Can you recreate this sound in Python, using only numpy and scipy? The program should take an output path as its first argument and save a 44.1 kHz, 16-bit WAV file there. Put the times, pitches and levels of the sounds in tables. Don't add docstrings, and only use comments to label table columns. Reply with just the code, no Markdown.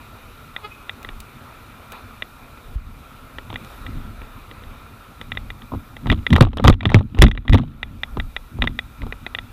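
import sys
import numpy as np
from scipy import signal
from scipy.fft import rfft, irfft, next_fast_len
from scipy.io import wavfile
from scipy.ndimage import uniform_filter1d, map_coordinates

SR = 44100
rng = np.random.default_rng(int(sys.argv[2]) if len(sys.argv) > 2 else 0)


def bounce(signal):
    frames = np.transpose(np.atleast_2d(signal))
    limited = np.clip(frames, -1, 1)
    pcm = np.round(limited * 32767).astype(np.int16)
    wavfile.write(sys.argv[1], SR, pcm)


N = 419832


def amp(db):
    return 10 ** (np.asarray(db) / 20)


def unit(x):
    return x / np.sqrt(np.mean(x ** 2) + 1e-20)


def along(points, hz):
    f, v = np.transpose(points)
    return np.interp(np.log(hz + 1), np.log(f + 1), v)


def wobble(rate):
    knots = rng.standard_normal(int(N * rate / SR) + 4)
    return map_coordinates(knots, [np.arange(N) * rate / SR])


def filtered(x, response):
    m = next_fast_len(N + SR // 2)
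    return irfft(rfft(x, m) * response(np.fft.rfftfreq(m, 1 / SR)), m)[..., :N]


def noise(spectrum, patchy_db=0):
    z = signal.stft(rng.standard_normal(N), nperseg=512)[2]
    field = uniform_filter1d(rng.standard_normal(z.shape), 5, 0)
    field = uniform_filter1d(field, 12, 1)
    x = signal.istft(z * amp(patchy_db * unit(field)), nperseg=512)[1][:N]
    return unit(filtered(x, lambda hz: amp(along(spectrum, hz))))


def bursts(times, dbs, t60, spectrum):
    envelope = np.zeros(N)
    np.add.at(envelope, np.round(times * SR).astype(int), amp(dbs))
    envelope = signal.lfilter([1], [1, -amp(-60 / (t60 * SR))], envelope)
    gain = lambda hz: amp(along(spectrum, hz))
    level_gain = lambda hz: gain(hz) / np.sqrt(np.mean(gain(hz) ** 2))
    return filtered(envelope * rng.standard_normal(N), level_gain)


def peak_db(s, db, rise_s, fall_s, t):
    return db - 20 * np.where(t < s, (s - t) / rise_s, (t - s) / fall_s)


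# frequency in Hz, relative density in dB per Hz.
STREET_SPECTRUM = [(200, -27), (260, -5), (450, -5), (800, -6.5), (1150, -3.5), (1350, 3), (1520, -8),
                   (1750, -11), (2200, -12.5), (2400, -6), (2650, -12.5), (3200, -17.5), (3720, -12.5),
                   (4500, -22.5), (7000, -61.5)]
# frequency in Hz, relative density in dB per Hz.
HISS_SPECTRUM = [(3000, -20), (4700, 0), (7500, -3), (12000, 1), (15400, -1)]
# start in seconds, end in seconds, mean frequency in Hz,
# mean amplitude in dB against the hiss rms.
WHISTLES = [(0, .55, 11750, -9), (4.05, 4.55, 13400, -9), (5.55, 5.95, 13400, -4), (0, 9.52, 12230, -13)]
# peak time in seconds, rise in seconds, fall in seconds, street gain in dB, hiss gain in dB.
SWELLS = [(0, .1, 7.6, 3, 2), (1.928, 0.015, 0.11, 8, 1), (3.7, 0.18, 0.43, 4, 4)]
STREET_DB, HISS_DB = -48.5, -58.5
HISS_TOP_HZ = 15350
SINK_FROM_DB, SINK_PER_DB, SINK_BACK_DB_PER_S = -24, 0.4, 19
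HISS_SINKS = 1.3


def background():
    t = np.arange(N) / SR
    sinks_db = []
    for s, db, *_ in JOLTS:
        drop_db = SINK_PER_DB * (db - SINK_FROM_DB) - SINK_BACK_DB_PER_S * (t - s)
        sinks_db.append(np.clip(drop_db, 0, None) * (t > s))
    sink_db = np.max(sinks_db, axis=0)
    street_db = STREET_DB - sink_db
    hiss_db = HISS_DB - HISS_SINKS * sink_db
    for s, rise_s, fall_s, street_up_db, hiss_up_db in SWELLS:
        hump = np.interp(t, [s - rise_s, s, s + fall_s], [0, 1, 0])
        street_db = street_db + street_up_db * hump
        hiss_db = hiss_db + hiss_up_db * hump
    street = amp(street_db + 1.25 * wobble(1.404)) * noise(STREET_SPECTRUM, patchy_db=1.6)
    hiss = filtered(noise(HISS_SPECTRUM, patchy_db=.5), lambda hz: hz < HISS_TOP_HZ)
    for start, end, hz, db in WHISTLES:
        fade = np.clip(np.minimum(t - start, end - t) / .15, 0, 1)
        level = amp(db + 3 * wobble(30))
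        phase = 2 * np.pi * np.cumsum(hz + 25 * wobble(90)) / SR
        hiss += fade * level * np.sin(phase)
    return street + amp(hiss_db) * hiss


# peak time in seconds, sway level in dB, shell level in dB,
# time to fade 20 dB in seconds before the sway and shell shares scale it.
MOVES = [(1.1, -39, -42, .5), (2.762, -32.5, -50, 0.5), (3.39, -43, -43, 3), (3.54, -39, -31, 0.37),
         (3.93, -29.5, -30, 0.6), (4.1, -37, -42, 1), (4.67, -38, -40, 0.5), (5.37, -35.5, -34.5, 1),
         (5.747, -31.5, -22.5, 0.13), (5.97, -45, -36.5, 0.8), (6.06, -31, -26, 0.22),
         (6.11, -16.5, -13, 0.19), (6.332, -23, -9, 0.13), (6.418, -11, -6, 0.12), (6.5, -23, -40, 0.16),
         (6.58, -26, -27, 0.34), (6.649, -16.5, -10.5, 0.17), (6.698, -15, -7, 0.03),
         (6.871, -34, -16, 0.2576), (6.957, -16.5, -11.5, 0.15), (7.17, -36, -29.5, 0.7),
         (7.231, -10.5, -5.5, 0.1242), (7.39, -45, -36.5, 0.5), (7.541, -24, -13, 0.2346),
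         (7.598, -37, -28, 0.14), (7.87, -37, -38, 1), (8.186, -27.5, -31, 0.44), (8.635, -26, -20.5, 0.29),
         (9.03, -30, -30.5, 0.3262), (9.45, -39.5, -41.5, 2)]
RISE_SHARE = 0.47
SWAY_SHARE, SHELL_SHARE = 0.84, 0.61
SWAY_DB, SHELL_DB = -49.5, -47.5


def effort_db(rest_db, peaks_db, share):
    t = np.arange(0, N / SR, .002)
    levels = [peak_db(s, db, RISE_SHARE * share * fade_s, share * fade_s, t)
              for (s, *_, fade_s), db in zip(MOVES, peaks_db)]
    strongest = np.maximum(np.max(levels, axis=0), rest_db)
    return np.interp(np.arange(N) / SR, t, strongest)


# frequency in Hz, relative density in dB per Hz.
SWAY_SPECTRUM = [(12, -34), (25, 3.5), (42, -3), (75, -3.5), (100, -22), (140, -120)]
# centre in Hz, width in Hz, relative gain in dB.
HELMET_MODES = [(98.5, 19.3, 2), (122, 71.8, -3.5), (215.7, 16.8, -1.5), (238, 22, -4)]
# frequency in Hz, relative density in dB per Hz.
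GRIT_SPECTRUM = [(250, -20), (400, 0), (1300, 0), (2000, -6), (3800, -3), (4400, -20), (12000, -45)]


def shaking():
    _, sway_peaks_db, shell_peaks_db, _ = np.transpose(MOVES)
    sway_db = effort_db(SWAY_DB, sway_peaks_db, SWAY_SHARE)
    shell_db = effort_db(SHELL_DB, shell_peaks_db, SHELL_SHARE)

    def shell_response(f):
        modes = sum(amp(db) * 1j * f * width / (centre ** 2 - f * f + 1j * f * width)
                    for centre, width, db in HELMET_MODES)
        return modes / (1 + (f / 300) ** 6)

    drive = rng.standard_normal(N) * amp(3 * wobble(25))
    shell = unit(filtered(drive, shell_response))
    slips = rng.random((int(150 * N / SR), 2))
    slip_times = slips[:, 0] * (N - 1) / SR
    sizes_db = -5 * np.log(slips[:, 1] + .02)
    crunch = unit(bursts(slip_times, sizes_db, t60=.008, spectrum=GRIT_SPECTRUM))
    crunch_db = 1.3 * shell_db - 18
    return amp(sway_db) * noise(SWAY_SPECTRUM) + amp(shell_db) * shell + amp(crunch_db) * crunch


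# time in seconds before TICK_SHIFT_S is added,
# level in dB before the part gains, dull knock in dB against that level, bright crack in dB against that level.
TICKS = [(0.5631, -10.5, -33.5, -42), (0.894, -11, -45, -37.5), (1.0469, -17, -16, -33),
         (1.0887, -16, -15.5, -28.5), (2.2219, -9.5, -23, -34), (2.5736, -34, -3, -30),
         (3.384, -17, -13, -25.5), (3.5015, -24, -4, -27), (3.5277, -27, -2.5, -25.5),
         (3.541, -27, -11, -13), (3.5576, -12.5, -31, -38), (3.647, -37, -33.5, -3),
         (3.8643, -18, -34, -28.5), (4.2166, -26, -10, -37), (4.5122, -23.5, -11.5, -32),
         (4.6365, -33, -16.5, -27), (5.213, -17, -14.5, -22.5), (5.3184, -9, -33.5, -38.5),
         (5.3507, -30.5, -14, -23), (5.372, -10, -26, -41), (5.5024, -16, -24, -27.5),
         (5.6195, -27.5, -12.5, -34), (5.719, -43, 22, -23.5), (5.7356, -43, 20.5, -25.5),
         (5.747, -41.5, 14, -21), (5.966, -20, -18, -22), (6.058, -36, 11.5, -30), (6.069, -16, -5.5, -25),
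         (6.1, -0.5, -29, -33.5), (6.1158, -15.5, 3.5, -20), (6.124, -11, -3, -24.5),
         (6.2656, -3, -24, -33), (6.304, -15, -9, -22), (6.328, -5.5, -11.5, -23.5),
         (6.332, -9.5, -19, -15.5), (6.355, -14.5, -7, -24), (6.3618, -3, -10.5, -20.5),
         (6.381, -23, 10.5, -10), (6.4079, 4, -5.5, -21.5), (6.423, -13, -1, -10), (6.432, -19, -1, -24),
         (6.4687, -31.5, 10, -33), (6.5313, -28.5, -2.5, -43), (6.571, -20, 0.5, -12.5),
         (6.583, -24, -7, -32), (6.5975, -22.5, 8, -29), (6.6407, -11.5, 6, -11.5), (6.6477, -14, 4.5, -13),
         (6.654, -20, 0, -14), (6.673, -4.5, -5, -22.5), (6.6788, 7.5, -9, -25.5),
         (6.6978, -5.5, -0.5, -17.5), (6.7265, -13.5, -13, -38), (6.739, -21.5, -12, -26),
         (6.807, -15, -21, -37), (6.8303, -23, -5, -33.5), (6.8543, -3.5, -10.5, -36),
         (6.8918, -17, -29, -37), (6.9001, -16.5, -5, -21), (6.9174, -18, 0, -39),
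         (6.9436, -6.5, -1.5, -37), (6.952, -16.5, -4, -25), (6.9647, -23.5, 7.5, -38),
         (7.008, -33, 10, -35), (7.1469, -23.5, -7, -37), (7.17, -32, 3, -35), (7.18, -26, 0, -31.5),
         (7.1874, -11, -9, -18.5), (7.2154, -10.5, -6, -25.5), (7.22, 9, -11.5, -12.5),
         (7.227, -5, -6.5, -14), (7.238, -1.5, -6.5, -31), (7.265, -9.5, -27, -35), (7.282, -20, -7, -20),
         (7.3131, -13, -40.5, -28.5), (7.3503, -28.5, -6.5, -32), (7.375, -16.5, -15, -59.5),
         (7.4519, -38.5, 8.5, -30), (7.4794, -11, -22, -32.5), (7.4951, -14, -10.5, -18.5),
         (7.5252, -12, -27.5, -32), (7.5319, -3.5, -18, -24), (7.5432, -10.5, -1, -15),
         (7.55, -17.5, 1.5, -29), (7.5736, -19.5, -19.5, -33), (7.581, -22.5, -7.5, -17.5),
         (7.595, -29.5, 3.5, -32), (7.633, -42.5, 11.5, -34), (7.8292, -6.5, -34.5, -31),
         (8.0333, -5, -35, -30.5), (8.1697, -24, 5.5, -26), (8.1989, -9, -21.5, -31), (8.364, -7, -40, -33),
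         (8.5866, -44.5, 15.5, -10), (8.6208, 0, -19, -33), (8.64, -18, -2, -22), (8.6732, -4.5, -33, -32),
         (8.7891, -3.5, -42.5, -32.5), (9.018, -23, -8, -35.5), (9.0321, -38.5, 12, -14),
         (9.066, -37, 10, -10), (9.1235, -16, -13.5, -32.5), (9.264, -11, -17.5, -28.5),
         (9.3483, -8, -34, -31), (9.386, -8.5, -35, -38)]
# frequency in Hz, level in dB, t60 in seconds.
CASE_MODES = [(840.4, -21.5, 0.033), (1390, -21, 0.061), (1989, -1, 0.022), (2411, -10, 0.03),
              (2810, -2, 0.0075), (3400, -3, 0.0091), (3677, 2, 0.019)]
# frequency in Hz, relative density in dB per Hz.
KNOCK_SPECTRUM = [(150, 0.5), (260, 6), (650, -1.5), (1300, -2.5), (1800, -38), (3000, -90)]
# frequency in Hz, relative density in dB per Hz.
CRACK_SPECTRUM = [(3500, 7), (4800, 2.5), (8000, -7), (12000, -7), (15500, -26), (17000, -67)]
MODE_DB, KNOCK_DB, CRACK_DB = -5, 0, 3
TICK_SHIFT_S = .0007
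TAIL_HZ, TAIL_DB, TAIL_T60 = 3420, -26, .075
DAMP_S = 0.011
GRIT_DB, GRIT_T60 = -11, 0.036


def ticks():
    s, db, knock_db, crack_db = np.transpose(TICKS)
    s = s + TICK_SHIFT_S
    out, t = np.zeros(N + SR), np.arange(SR // 12) / SR
    held = np.clip((knock_db + 24) / 20, 0, 1)
    spread = rng.standard_normal((len(s), 2, len(CASE_MODES), 1))
    hz, mode_db, t60 = np.transpose(CASE_MODES)[:, :, None]
    tail = amp(TAIL_DB - 60 * t / TAIL_T60) * np.sin(2 * np.pi * TAIL_HZ * t)
    for k in range(len(s)):
        start_db = mode_db + 5 * held[k] * np.log2(hz / 3000) + (1.6 + 4.5 * held[k]) * spread[k, 0]
        decay_db = 60 * t / (t60 * (1 - .6 * held[k])) + 20 * (t / DAMP_S) ** 3
        pitch = hz * (1 + (.008 + .05 * held[k]) * spread[k, 1])
        modes = np.sum(amp(start_db - decay_db) * np.sin(2 * np.pi * pitch * t), axis=0)
        modes = modes * (1 - np.exp(-t / .0001))
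        out[round(s[k] * SR):][:len(t)] += amp(db[k] + MODE_DB) * (modes + (1 - held[k]) * tail)
    band = signal.cheby2(6, 45, [250, 4700], "bandpass", fs=SR, output="sos")
    ring = signal.sosfilt(band, out[:N])
    grit = bursts(s, db + GRIT_DB - 20 * (1 - held), t60=GRIT_T60, spectrum=GRIT_SPECTRUM)
    knock = bursts(s, db + knock_db + KNOCK_DB, t60=0.035, spectrum=KNOCK_SPECTRUM)
    crack = bursts(s, db + crack_db + CRACK_DB, t60=0.014, spectrum=CRACK_SPECTRUM)
    return ring + grit + knock + crack


HORN_HARMONICS = [-4, -4.5, 1.5, -11, -7, -6, -9.5, -9, -16.5, -18.5, -18, -24]
# delay in seconds, level in dB at the centre of the echo band.
WALL_ECHOES = [(.07, -1), (0.101, -11), (.135, -11), (.165, -12), (0.193, -16)]
TOOT_S, TOOT_DB = 0.651, -29
TOOT_RISE_DB_PER_S, TOOT_FALL_DB_PER_S = 950, 706


def horn(pitch_hz=421):
    turns = np.cumsum(pitch_hz * (1 + .004 * wobble(120))) / SR
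    t = np.arange(N) / SR
    level_db = peak_db(TOOT_S, TOOT_DB, 20 / TOOT_RISE_DB_PER_S, 20 / TOOT_FALL_DB_PER_S, t)
    buzz = sum(amp(db) * np.sin(2 * np.pi * k * turns + k * k)
               for k, db in enumerate(HORN_HARMONICS, start=1))
    toot = amp(level_db) * unit(buzz)

    def echo_response(f):
        delays = sum(amp(db) * np.exp(-2j * np.pi * f * delay_s) for delay_s, db in WALL_ECHOES)
        return delays / (1 + ((f - 2520) / 250) ** 2)

    return toot + filtered(toot, echo_response)


# time in seconds, starting level in dB.
CLINKS = [(1.029, -39.5), (1.203, -32.5), (1.9207, -34.5)]


def keys():
    s, db = np.transpose(CLINKS)
    spectrum = [(1800, -33), (2400, -15.5), (5000, -25), (15500, -26), (17000, -35)]  # (Hz, dB per Hz)
    return bursts(s, db, t60=0.026, spectrum=spectrum)


# time in seconds, level in dB before onset and decay shape it,
# swing frequency in Hz once it has slowed, t60 in seconds.
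JOLTS = [(2.7564, -12.5, 48, 0.11), (6.107, -17, 97.5, 0.043), (6.3187, -0.5, 82, 0.2),
         (6.4089, 10, 103, 0.083), (6.666, 1.5, 41.96, 0.17), (6.68, 6.5, 93.3, 0.157),
         (6.6931, 12.5, 86.1, 0.075), (6.7152, 0, 27.6, 0.106), (6.8632, -2, 84.7, 0.088),
         (6.9434, 3.5, 97.1, 0.149), (7.1906, 1, 41.4, 0.42), (7.2285, 12.5, 63.1, .089),
         (7.4949, -0.5, 39.3, 0.17), (7.529, 2.5, 77.1, 0.085), (7.5423, -1.5, 95, 0.079),
         (8.179, -23.5, 34.2, 0.56), (8.5941, -15.5, 41.7, 0.3)]


def jolts():
    out, t = np.zeros(N + SR), np.arange(SR // 2) / SR
    onset = 1 - np.exp(-t / 0.0035)
    for s, db, hz, t60 in JOLTS:
        phase = 2 * np.pi * hz * (t + 0.00434 * (1 - np.exp(-t / 0.0063)))
        swing = amp(db - 60 * t / t60) * onset * np.sin(phase)
        out[round(s * SR):][:len(t)] += swing
    return out[:N]


def scene():
    return (background() + shaking() + ticks() + horn() + keys() + jolts())[None]


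TOP_HZ = 16500


def record(dry):
    hard, top = 40, .997
    clipped = dry / (1 + np.abs(dry / top) ** hard) ** (1 / hard)
    return filtered(clipped, lambda hz: np.clip((TOP_HZ - hz) / 60, 0, 1))


dry = scene()
out = record(dry)
bounce(out)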